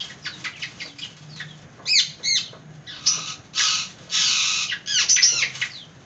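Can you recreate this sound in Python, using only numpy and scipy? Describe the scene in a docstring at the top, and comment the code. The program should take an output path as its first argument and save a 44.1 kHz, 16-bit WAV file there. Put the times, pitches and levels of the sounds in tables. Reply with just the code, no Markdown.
"""Short alarm chips and feathers brushing wire: two chicks in a plastic crate with a mesh front.
A hand catches one and pulls it out; it gives loud cries, hoarse screeches, squawks and piercing squeals.
Each loud call starts as a vibration of the syrinx; the throat filters its harmonics and strain roughens it.
Soft peeps fall in between, claws tick on the wire and the crate is bumped.
A small hard room reflects these sounds, and a low rumble lies behind."""
import sys
import numpy as np
from scipy import signal
from scipy.fft import rfft, irfft, next_fast_len
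from scipy.io import wavfile
from scipy.ndimage import uniform_filter1d

SR = 44100
rng = np.random.default_rng(int(sys.argv[2]) if len(sys.argv) > 2 else 0)


def dump(signal):
    """Clip the signal to [-1, 1] and save it as 16-bit WAV at the path in sys.argv[1]."""
    limited = np.clip(np.atleast_2d(signal).T, -1, 1)
    pcm = np.round(limited * 32767).astype(np.int16)
    wavfile.write(sys.argv[1], SR, pcm)


N = 266805
TIME = np.arange(N) / SR


def amp(db):
    """Amplitude ratio of a level in decibels."""
    return 10 ** (np.asarray(db) / 20)

def unit(x):
    """Normalisation to rms 1."""
    return x / np.sqrt(np.mean(x ** 2) + 1e-20)

def ramp(x):
    """Saturation at 0 and 1."""
    return np.clip(x, 0, 1)

def swell(peak_s, half_width_s):
    """Gaussian envelope of height 1."""
    return np.exp(-((TIME - peak_s) / half_width_s) ** 2)

def fade(x):
    """A cosine taper keeps both ends from clicking."""
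    return x * signal.windows.tukey(len(x), min(1, .006 * SR / len(x)))

def phase_of(hz):
    """Phase is the time integral of frequency."""
    return 2 * np.pi * np.cumsum(hz) / SR

def read(points, hz):
    """Interpolation on a log-frequency axis."""
    frequencies, values = np.transpose(points)
    return np.interp(np.log(np.maximum(hz, 1)), np.log(frequencies), values)

def colour(x, spectrum):
    """Linear filtering: each frequency is scaled by its gain in dB."""
    size = next_fast_len(2 * len(x))
    gain = amp(read(spectrum, np.fft.rfftfreq(size, 1 / SR)))
    return irfft(rfft(x, size) * gain, size)[:len(x)]

def noise(n, spectrum):
    """Filtered white noise of rms 1."""
    return unit(colour(rng.standard_normal(n), spectrum))

def wobble(n, hz):
    """Random modulation: low-pass noise of bandwidth hz and rms near 1."""
    size = next_fast_len(n + SR // 8, real=True)
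    lowpass = np.exp(-.5 * (np.fft.rfftfreq(size, 1 / SR) / hz) ** 2)
    return unit(irfft(rfft(rng.standard_normal(size)) * lowpass, size))[:n]

def play(rows, source):
    """Superposition: each row gives a start time, then the arguments of the source."""
    mix = np.zeros(N)
    for start_s, *settings in rows:
        sound = source(*settings)
        part = mix[round(start_s * SR):][:len(sound)]
        part += sound[:len(part)]
    return mix


# spectrum of the far rumble: frequency_hz, gain_db
RUMBLE_SPECTRUM = [(15, -57), (25, -32.5), (132, -2.5), (168, -3), (242, -11.5), (356, -15.5), (590, -18),
                   (751, -16.5), (848, -22), (1160, -22.5), (1630, -20.5), (2640, -31), (5180, -52.5),
                   (6600, -29.5), (8000, -71), (10400, -95.5), (17600, -120)]
# far hums: peak_s, half_width_s, pitch_hz, level_db
HUMS = [(0.2, 0.11, 147, -55), (0.384, 0.15, 308.3, -54), (0.915, 0.18, 289.5, -52),
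        (1.374, 0.25, 151, -43), (2.087, 0.035, 150, -42.5), (2.723, 0.1, 152.6, -43),
        (3.145, 0.18, 159.8, -48), (4.1, 0.56, 181, -56.5), (3.099, 0.35, 295.6, -56),
        (5.447, 0.35, 132, -47)]

def background(rumble_db=-48, waver=.013, flutter_db=2):
    """Slow modulation: low noise drifts in level while wavering hums swell and fade in it."""
    rumble = noise(N, RUMBLE_SPECTRUM) * amp(rumble_db + 1.2 * wobble(N, 6))
    phase_per_hz = phase_of(1 + waver * wobble(N, 16.6))
    hums = sum(amp(db) * swell(s, width) * unit(np.sin(hz * phase_per_hz)) for s, width, hz, db in HUMS)
    return rumble + hums * unit(amp(flutter_db * wobble(N, 23)))


# reverberation time of the room: frequency_hz, t60_s
ROOM_DECAY = [(200, 0.53), (1000, 0.43), (2600, 0.45), (7000, 0.37)]
# early reflections from crate and wall: delay_s, gain_ratio
ECHOES = [(.0013, 1.0), (.0031, 0.23), (.0074, 0.15), (0.0115, 0.11)]

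def room(x, scatter_decay_s=.027, tail_db=-9):
    """Convolution with early reflections, quick scatter from crate and clutter, and a reverberant tail."""
    t = np.arange(SR // 2) / SR
    signs = rng.choice([-1., 1.], (2, len(t)))
    scatter_taps, tail_taps = signs * (rng.random((2, len(t))) < .1) * (t > .003)
    scatter = scatter_taps * np.exp(-t / scatter_decay_s)
    hz, age, bands = signal.stft(tail_taps, SR, nperseg=256)
    bands = bands * amp(-60 * age / read(ROOM_DECAY, hz)[:, None])
    tail = signal.istft(bands, SR, nperseg=256)[1][:len(t)]
    response = scatter / np.linalg.norm(scatter) + amp(tail_db) * tail / np.linalg.norm(tail)
    for delay_s, gain in ECHOES:
        response[round(delay_s * SR)] += gain
    return signal.fftconvolve(x, response / np.linalg.norm(response))[:N]


def impact(db, spectrum, decay_s):
    """Damped vibration: a blow excites a dense rattle in the colour of what is struck."""
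    t = np.arange(SR // 5) / SR
    return amp(db) * noise(len(t), spectrum) * np.exp(-t / decay_s)


# response of the plastic crate: frequency_hz, gain_db
CRATE_SPECTRUM = [(80, -26.5), (170, -10.5), (330, 3), (600, 2), (900, -1.5), (1500, -6), (3000, -28.5),
                  (8000, -49)]
# bumps on the crate: start_s, level_db
BUMPS = [(.85, -42.5), (1.775, -47), (1.792, -42), (1.85, -44), (2.195, -46), (2.53, -38.5), (3.17, -42),
         (4.01, -44), (4.075, -44), (5.03, -43.5), (5.322, -35), (5.42, -37.5)]

def crate_bump(db):
    """Impact excitation: the plastic answers with a low thud."""
    return impact(db, CRATE_SPECTRUM, decay_s=.027)


# spectrum of contact with the wire: frequency_hz, gain_db
MESH_SPECTRUM = [(300, -19), (1200, -5.5), (2200, -4), (3500, -1), (5000, -7), (6500, -1.5), (7400, -13.5),
                 (8500, -9.5)]
# feather strokes: peak_s, half_width_s, level_db
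STROKES = [(-0.003, 0.075, -37.5), (0.334, 0.14, -48.5), (0.735, 0.21, -49.5), (1.305, 0.23, -55),
           (4.099, 0.48, -49.5), (5.625, 0.1, -39.5)]
# claws and fingers on the wire: start_s, level_db
TICKS = [(.102, -38), (.4, -37.5), (.44, -30), (.595, -35.5), (.99, -40), (1.04, -34.5), (1.10, -43),
         (1.165, -41), (1.36, -37), (1.39, -39), (1.615, -49), (5.087, -49.5), (5.22, -31), (5.55, -29),
         (5.568, -37), (5.595, -42)]

def wire_mesh(shuffle_db=-56.5, clump_db=3.5, grain_db=3):
    """Friction and impact: ever-shuffling feathers scrape in clumps of grains; claws and fingers tick."""
    scrape = rng.standard_normal(N) * amp(clump_db * wobble(N, 21) + grain_db * wobble(N, 500))
    pressure = amp(shuffle_db) + sum(amp(db) * swell(s, width) for s, width, db in STROKES)
    ticks = play(TICKS, lambda db: impact(db, MESH_SPECTRUM, decay_s=.017))
    return unit(colour(scrape, MESH_SPECTRUM)) * pressure + ticks


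# soft falling peeps: start_s, length_s, start_hz, end_hz, level_db
SOFT_PEEPS = [ (0.206, .17, 5374, 3416, -39), (0.519, 0.08, 3060, 2150, -40),
              (0.781, 0.098, 5090, 4490, -41), (0.843, 0.092, 4516, 2870, -43),
              (1.276, .18, 5090, 3112, -41), (1.466, 0.091, 3685, 2970, -46.5),
              (2.418, .082, 4190, 2785, -38.5), (3.201, .1, 4200, 3470, -40),
              (5.686, 0.17, 5110, 2727, -37.5)]

def soft_peep(length_s, start_hz, end_hz, db, twin_ratio=1.13, twin_db=-4, twin_s=.067):
    """Biphonation: a thin, unsteady whistle slides down, with a higher second voice at its start."""
    progress = np.linspace(0, 1, int(length_s * SR))
    n = len(progress)
    glide_hz = start_hz + (end_hz - start_hz) * progress ** .89
    phase = phase_of(glide_hz * (1 + .014 * wobble(n, 250)))
    twin = amp(twin_db) * np.exp(-(progress * length_s / twin_s) ** 2) * np.sin(twin_ratio * phase)
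    flutter = unit(amp(4 * wobble(n, 90)))
    return amp(db) * (np.sin(phase) + twin) * flutter * signal.windows.tukey(n, .5)


# alarm chips: start_s, length_s, start_hz, end_hz, level_db, harmonic_step_db
CHIPS = [ (0.0, 0.021, 3334, 3095, -27, -21), (0.091, 0.035, 2140, 1786, -40, -17),
         (0.248, 0.032, 2980, 1397, -29, -4), (.441, 0.022, 3205, 1200, -28.5, -5.5),
         (0.453, 0.019, 2600, 2027, -26.5, -19), (0.616, 0.033, 3480, 1856, -28, -6),
         (0.796, .033, 3300, 1998, -32, -5.5), (0.981, 0.021, 2630, 2414, -36, 0.5),
         (1.009, 0.051, 3580, 3006, -34.5, -28), (1.396, .023, 2098, 1758, -29, -10),
         (3.592, .019, 2340, 1696, -22.5, -22), (4.678, 0.048, 3060, 2886, -29, -26.5),
         (4.704, .04, 2370, 1655, -27, -8), (4.979, 0.016, 2630, 1610, -22, -5.5),
         (5.159, 0.012, 4210, 1523, -17.5, -3), (5.17, 0.027, 2860, 2056, -17, -17),
         (5.24, 0.023, 2320, 1830, -27, -11), (5.415, 0.0247, 2764, 1872, -16.5, -10.5),
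         (5.611, 0.024, 3225, 1788, -21.5, -15)]

def chip(length_s, start_hz, end_hz, db, step_db, jitter=.054, flutter_db=3, rasp=.28):
    """Frequency sweep: a shaky, raspy note plunges and levels out as it swells and stops."""
    progress = np.linspace(0, 1, int(length_s * SR))
    n = len(progress)
    glide_hz = end_hz + (start_hz - end_hz) * (1 - progress) ** 2.4
    hz = glide_hz * (1 + jitter * wobble(n, 400))
    phase = phase_of(hz)
    tone = sum(amp(step_db * (k - 1)) * np.sin(k * phase) / (1 + (k * hz / 6800) ** 12)
               for k in range(1, 5))
    tone += rasp * wobble(n, 700) * np.sin(1.5 * phase)  # noise between the first two harmonics
    envelope = np.sin(np.pi * progress ** .96)
    return amp(db) * unit(tone * envelope * amp(flutter_db * wobble(n, 410)))


def voice(hz, db, rough, throat, jitter, jitter_hz, flutter_db, rasp, doubling=0):
    """Source and filter: the syrinx buzzes through the throat; strain shakes the tone and adds rasp."""
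    n, rough = len(hz), ramp(rough)
    phase = phase_of(hz * (1 + jitter * rough * wobble(n, jitter_hz)))
    buzz = sum(np.cos(k * phase) * (k * hz < SR / 4) for k in range(1, 10))
    buzz *= 1 + doubling * rough * np.cos(phase / 2)  # strong and weak cycles alternate
    buzz *= amp(flutter_db * rough * np.minimum(wobble(n, 350), 1.4))
    hiss = rng.standard_normal(n) * (1 + .31 * np.cos(phase)) * amp(1.1 * wobble(n, 200))
    sound = unit(colour(buzz, throat)) + rasp * rough ** 2 * unit(colour(hiss, throat))
    running_rms = np.sqrt(uniform_filter1d(sound ** 2, size=1100) + 1e-9)
    return fade(amp(db) * sound / running_rms)

def whistle(hz, db, rough, jitter, jitter_hz, flutter_db):
    """Jitter and shimmer: roughness shakes the pitch and amplitude of a single tone."""
    phase = phase_of(hz * (1 + jitter * rough * wobble(len(db), jitter_hz)))
    flutter = amp(flutter_db * rough * wobble(len(db), 400))
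    return fade(amp(db) * unit(np.sin(phase) * flutter))

def arch(length_s, top_hz, scoop, rise_s, sag_hz_per_s, drop_s, end_hz, db, swell_db,
         fade_db, rough_start, rough_mid, rough_end, attack_s=.022, clearing_s=.03):
    """Breath contour: a call scoops up, sags as it swells and clears, then drops as the air runs out."""
    t = np.arange(0, length_s, 1 / SR)
    falling = ramp((t - length_s + drop_s) / drop_s) ** 1.6
    held_hz = top_hz * (1 - scoop * ramp(1 - t / rise_s) ** 2) - sag_hz_per_s * np.maximum(t - rise_s, 0)
    level_db = db - swell_db * ramp(1 - t / (length_s - drop_s))
    level_db += fade_db * falling - 13 * ramp(1 - t / attack_s)
    rough = rough_mid + rough_start * np.exp(-t / clearing_s) + rough_end * falling
    return held_hz + (end_hz - held_hz) * falling, level_db, rough

REST_HZ = 1282  # pitch on which a strained call settles

def strain(length_s, top_hz, settle_s, db, attack_s, sag_db_per_s, release_s, rough_rest, rough_top):
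    """Relaxation: as tension eases, pitch and roughness settle towards their resting values."""
    t = np.arange(0, length_s, 1 / SR)
    onset, age = ramp(1 - t / attack_s), np.maximum(t - attack_s, 0)
    release = ramp((t - length_s + release_s) / release_s)
    tension = np.exp(-(age / settle_s) ** 2)
    hz = np.maximum(REST_HZ + (top_hz - REST_HZ) * tension - .18 * top_hz * onset, REST_HZ)
    level_db = db - 26 * onset - sag_db_per_s * age - 18 * release
    return hz, level_db, rough_rest + (rough_top - rough_rest) * tension


# throat response in a whimper: frequency_hz, gain_db
WHIMPER_TRACT = [(900, -2.5), (1750, -2.5), (2600, -3), (3600, 6), (5300, -6), (6700, -15.5), (8500, -43.5)]
# weak whimpers: start_s, length_s, top_hz, settle_s, level_db, attack_s, sag_db_per_s, release_s
WHIMPERS = [(2.857, .17, 1838, .06, -35.5, .018, 42, .04)]

def whimper(*shape):
    """Aperiodic voicing: a weak call grows hoarser as its pitch sinks."""
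    contour = strain(*shape, rough_rest=.574, rough_top=.272)
    return voice(*contour, WHIMPER_TRACT, jitter=.232, jitter_hz=302, flutter_db=8.5, rasp=1.4)


# throat response with the beak wide open: frequency_hz, gain_db
SQUAWK_TRACT = [(700, -14), (1500, -9.5), (2200, -1), (2900, 2.5), (4500, 0), (5200, 0), (6200, 5),
                (7200, -14), (7800, -26), (8500, -19.5)]
# squawks: start_s, length_s, top_hz, scoop_ratio, rise_s, sag_hz_per_s, drop_s, end_hz, level_db, swell_db
SQUAWKS = [(4.855, 0.19, 1705, .12, .05, 3590, .056, 707, -16, 14.5),
           (5.26, .187, 1434, .05, 0.0199, 702, .075, 593.5, -21.5, 3)]

def squawk(*shape):
    """Period doubling: the strained syrinx adds tones between its harmonics."""
    contour = arch(*shape, fade_db=-14, rough_start=.51, rough_mid=.086, rough_end=.04)
    return voice(*contour, SQUAWK_TRACT, jitter=.11, jitter_hz=251, flutter_db=17, rasp=.62, doubling=.81)


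# throat response in a screech: frequency_hz, gain_db
SCREECH_TRACT = [(500, -31), (950, -11), (1280, -12), (1850, -12.5), (2550, 2.5), (3200, -1.5), (3900, 3),
                 (4950, -5), (5900, 2), (6700, -0.5), (7400, -15.5), (8500, -23.5)]
# screeches: start_s, length_s, top_hz, settle_s, level_db, attack_s, sag_db_per_s, release_s, low_tone_db
SCREECHES = [(2.973, 0.29, 1328, 0.17, -29, .13, 60.5, 0.016, -37),
             (3.226, .14, 1345, 0.13, -31, 0.039, 43, .05, -44),
             (3.531, 0.35, 1676, .165, -18, .056, 40, 0.077, -34),
             (4.089, .587, 1792, .145, -19, .056, 11.5, 0.04, -42)]

def screech(*row, beak_hz=4550, beak_half_width_hz=250, beak_db=-5):
    """Resonance: the third harmonic of a torn buzz rings in the beak, over a steadier low tone."""
    *shape, low_db = row
    hz, db, rough = strain(*shape, rough_rest=.675, rough_top=.8)
    hz = hz * (1 + .0117 * wobble(len(hz), 23.8))
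    buzz = voice(hz, db, rough, SCREECH_TRACT, jitter=.12, jitter_hz=297, flutter_db=8,
                 rasp=.46, doubling=.4)
    resonance = amp(beak_db) / np.hypot(1, (3 * hz - beak_hz) / beak_half_width_hz)
    third = resonance * whistle(3 * hz, db, rough, jitter=.0612, jitter_hz=239, flutter_db=6)
    low_hz = 1247 + .079 * (hz - REST_HZ)  # the other side of the syrinx, pulled up a little by strain
    low_tone = whistle(low_hz, db - db.max() + low_db, rough, jitter=.05, jitter_hz=200, flutter_db=4.5)
    return buzz + third + low_tone


# throat response in a clear cry: frequency_hz, gain_db
CRY_TRACT = [(900, -9.5), (1500, -19), (2300, -10), (3200, 1.5), (4300, -1), (5100, -5.5), (5700, -12),
             (6500, -4.5), (7200, -16.5), (7800, -27), (8500, -24)]
# cries: start_s, length_s, top_hz, scoop_ratio, rise_s, sag_hz_per_s, drop_s, end_hz, level_db, swell_db
CRIES = [(1.852, .153, 2581, .33, .064, 8100, .027, 1340, -10, 17.5),
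         (2.228, .162, 2203, 0.13, 0.0451, 1747, .05, 1205, -17, 7.5)]

def cry(*shape):
    """Nearly periodic vibration: a loud harmonic call, clear in the middle and rough at both ends."""
    contour = arch(*shape, fade_db=-7.5, rough_start=.45, rough_mid=.041, rough_end=.45)
    return voice(*contour, CRY_TRACT, jitter=.169, jitter_hz=221, flutter_db=5, rasp=.45)


# piercing squeals: start_s, length_s, top_hz, leap_s, level_db, hold_s, fade_db_per_s
SQUEALS = [(3.055, .1, 5935, .011, -11, .004, 277), (5.082, .115, 6033, .011, -10, 0.034, 295),
           (5.214, .13, 5950, .016, -6.5, 0.0035, 176.5)]

def squeal(length_s, top_hz, leap_s, db, hold_s, fade_db_per_s, attack_s=.015, clearing_s=.019):
    """Transition from noise to tone: a whistle leaps up out of a burst of rasp and dies away clean."""
    t = np.arange(0, length_s, 1 / SR)
    hz = top_hz * (1 - .32 * np.exp(-t / leap_s))
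    level_db = db - 24 * ramp(1 - t / attack_s) - fade_db_per_s * np.maximum(t - attack_s - hold_s, 0)
    rough = .074 + np.exp(-t / clearing_s)
    rasp = noise(len(t), SQUAWK_TRACT) * amp(level_db - 7) * rough
    return whistle(hz, level_db, rough, jitter=.17, jitter_hz=660, flutter_db=5) + fade(rasp)


def scene():
    """Superposition: birds and handling reverberate in the room, over the background."""
    calls = play(CRIES, cry) + play(SQUAWKS, squawk) + play(WHIMPERS, whimper)
    calls += play(SCREECHES, screech) + play(SQUEALS, squeal)
    calls += play(CHIPS, chip) + play(SOFT_PEEPS, soft_peep)
    handling = wire_mesh() + play(BUMPS, crate_bump)
    return (room(calls + handling) + background())[None]

def limiter(x, threshold_db=-20, slope=.36, recovery_db_per_s=90):
    """Dynamic compression: the gain falls on the loudest calls and recovers quickly."""
    power_db = 10 * np.log10(abs(uniform_filter1d(x ** 2, size=300)) + 1e-12)
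    recovery_db = TIME * recovery_db_per_s
    held_db = np.maximum.accumulate(power_db + recovery_db) - recovery_db
    excess_db = np.maximum(held_db - threshold_db, 0)
    return x * amp(-slope * uniform_filter1d(excess_db, size=150))

def record(dry, cutoff_hz=8200):
    """Band limiting: the microphone rolls off above 7.4 kHz; a limiter and a steep low-pass follow."""
    dulled = colour(dry[0], [(6800, .5), (7400, 1.5), (8000, -13), (8500, -13)])
    lowpass = signal.firwin(255, cutoff_hz, window=("kaiser", 8), fs=SR)
    return signal.oaconvolve(limiter(dulled), lowpass, "same")[None]


dry = scene()
out = record(dry)
dump(out)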